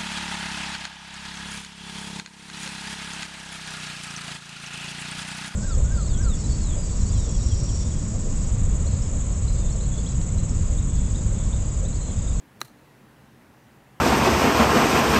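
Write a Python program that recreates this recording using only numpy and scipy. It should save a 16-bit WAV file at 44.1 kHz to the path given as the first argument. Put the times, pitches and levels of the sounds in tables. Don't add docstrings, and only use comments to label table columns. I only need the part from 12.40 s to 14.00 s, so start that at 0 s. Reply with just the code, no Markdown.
import sys
import numpy as np
from scipy import signal
from scipy.fft import rfft, irfft
from scipy.io import wavfile
from scipy.ndimage import uniform_filter1d

SR = 44100
rng = np.random.default_rng(int(sys.argv[2]) if len(sys.argv) > 2 else 0)


def persist_wave(psi):
    counts = np.round(np.clip(psi, -1, 1) * 32767).astype(np.int16)
    wavfile.write(sys.argv[1], SR, np.atleast_2d(counts).T)


N = 70560


def amp(db):
    return 10 ** (np.asarray(db) / 20)


def unit(x):
    return x / np.sqrt(np.mean(x ** 2) + 1e-20)


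def read(points, hz):
    point_hz, value = np.transpose(points)
    return np.interp(np.log(hz + 1), np.log(point_hz + 1), value)


def colour(x, points):
    gain = amp(read(points, np.fft.rfftfreq(N, 1 / SR)))
    return irfft(rfft(x) * gain, N)


def lowpass(x, edge_hz):
    taps = signal.firwin(401, edge_hz, window=("kaiser", 8), fs=SR)
    return signal.fftconvolve(x, taps, "same")


def since(start_s):
    return np.maximum(np.arange(N) / SR - start_s, 0)


def burst(start_s, rise_s, t60_s):
    rise = np.minimum(since(start_s) / rise_s, 1)
    decay = np.exp(-np.log(1000) * since(start_s + rise_s) / t60_s)
    return rise * decay


def strike():
    # pitch_hz, level_db (before the bass cut), t60_s
    modes = [(348, -31, 0.038), (613, -28, 0.016), (956, -22.5, 0.0088), (1222, -18, 0.011),
             (1623, -27.5, 0.02), (2028, -26, .013), (2277, -26, 0.0057), (2845, -33, 0.013),
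             (4040, -20, .0145), (4230, -32.5, 0.014), (5910, -24, 0.0066), (7180, -31.5, 0.0075),
             (7980, -33, 0.0096)]
    # frequency_hz, level_db_per_hz (relative)
    crack_spectrum = [(300, -25), (1500, 1), (3300, -1), (5000, -3.5), (7500, -6.5), (9200, 1),
                      (11000, 1.5), (12100, -6.5), (13200, -1.5), (15500, 3), (16500, -11)]
    hit_s, contact_s = 0.21466, 0.00085
    crack_db, crack_rise_s, crack_t60_s = -26, 0.00086, 0.0054
    low_cut_hz = 256

    t = since(hit_s)
    ring = np.zeros(N)
    for pitch_hz, level_db, t60_s in modes:
        ring += amp(level_db) * burst(hit_s, contact_s, t60_s) * np.sin(2 * np.pi * pitch_hz * t)

    crack_noise = unit(colour(rng.standard_normal(N), crack_spectrum))
    crack = amp(crack_db) * crack_noise * burst(hit_s, crack_rise_s, crack_t60_s)

    bass_cut = signal.butter(2, low_cut_hz / (SR / 2), "high", output="sos")
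    return signal.sosfilt(bass_cut, ring + crack)


def grass():
    # start_s, rise_s, t60_s, level_db
    brushes = [(0.202, 0.0048, 0.032, -46), (0.213, 0.0017, 0.099, -46), (0.245, .005, 0.067, -51),
               (.272, 0.0049, 0.11, -60)]
    # frequency_hz, level_db_per_hz (relative)
    grass_spectrum = [(150, -17), (500, -8), (1500, 0.5), (3200, -5), (4200, 3.5), (5100, -6), (6200, -2.5),
                      (8500, -2), (10000, -0.5), (13500, -2), (15500, -6), (16100, -35)]
    blades_per_s, blade_spread_db = 9000, 4

    snapping = rng.standard_normal(N) * (rng.random(N) < blades_per_s / SR)
    snaps = snapping * amp(blade_spread_db * rng.standard_normal(N))
    envelope = sum(amp(level_db) * burst(start_s, rise_s, t60_s)
                   for start_s, rise_s, t60_s, level_db in brushes)
    return unit(colour(snaps, grass_spectrum)) * envelope


def surroundings(click):
    # delay_s, t60_s, level_db (before the colouring)
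    echoes = [(.008, 0.041, -24.5), (.035, 0.075, -23.5), (0.063, 0.14, -28), (.169, .05, -32)]
    # frequency_hz, gain_db
    echo_colour = [(200, -26), (1200, -6.5), (3000, -13), (4200, -4), (5200, -7), (7000, -4), (15000, -8)]
    rise_s = 0.003
    tail = (0.01, 0.61, -28.5)

    scatter = rng.standard_normal(N)
    response = np.zeros(N)
    for delay_s, t60_s, level_db in [*echoes, tail]:
        shape = burst(delay_s, rise_s, t60_s)
        response += amp(level_db) * scatter * shape / np.linalg.norm(shape)
    return colour(signal.fftconvolve(click, response)[:N], echo_colour)


def air():
    # frequency_hz, level_db_per_hz (relative)
    air_spectrum = [(20, -20), (40, -13.5), (62, -6), (100, -6), (135, 3), (165, -4), (220, -1.5),
                    (260, -4.5), (300, -4.5), (380, -9.5), (640, -13), (880, -12.5), (1250, -15.5),
                    (1850, -16), (2300, -21), (2700, -21), (3200, -26), (5000, -30), (8000, -32.5),
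                    (12000, -33), (15600, -36.5)]
    level_db, patchy_db, edge_hz = -53, 1, 15800

    bins = signal.stft(rng.standard_normal(N), nperseg=1024)[2]
    patches = uniform_filter1d(rng.standard_normal(bins.shape), size=8, axis=0)
    patches = unit(uniform_filter1d(patches, size=8, axis=1))
    wash = signal.istft(bins * amp(patchy_db * patches), nperseg=1024)[1][:N]
    return amp(level_db) * unit(lowpass(colour(wash, air_spectrum), edge_hz))


def scene():
    click = strike()
    return (click + surroundings(click) + grass() + air())[None]


def record(dry):
    return lowpass(dry[0], edge_hz=16700)[None]


dry = scene()
out = record(dry)
persist_wave(out)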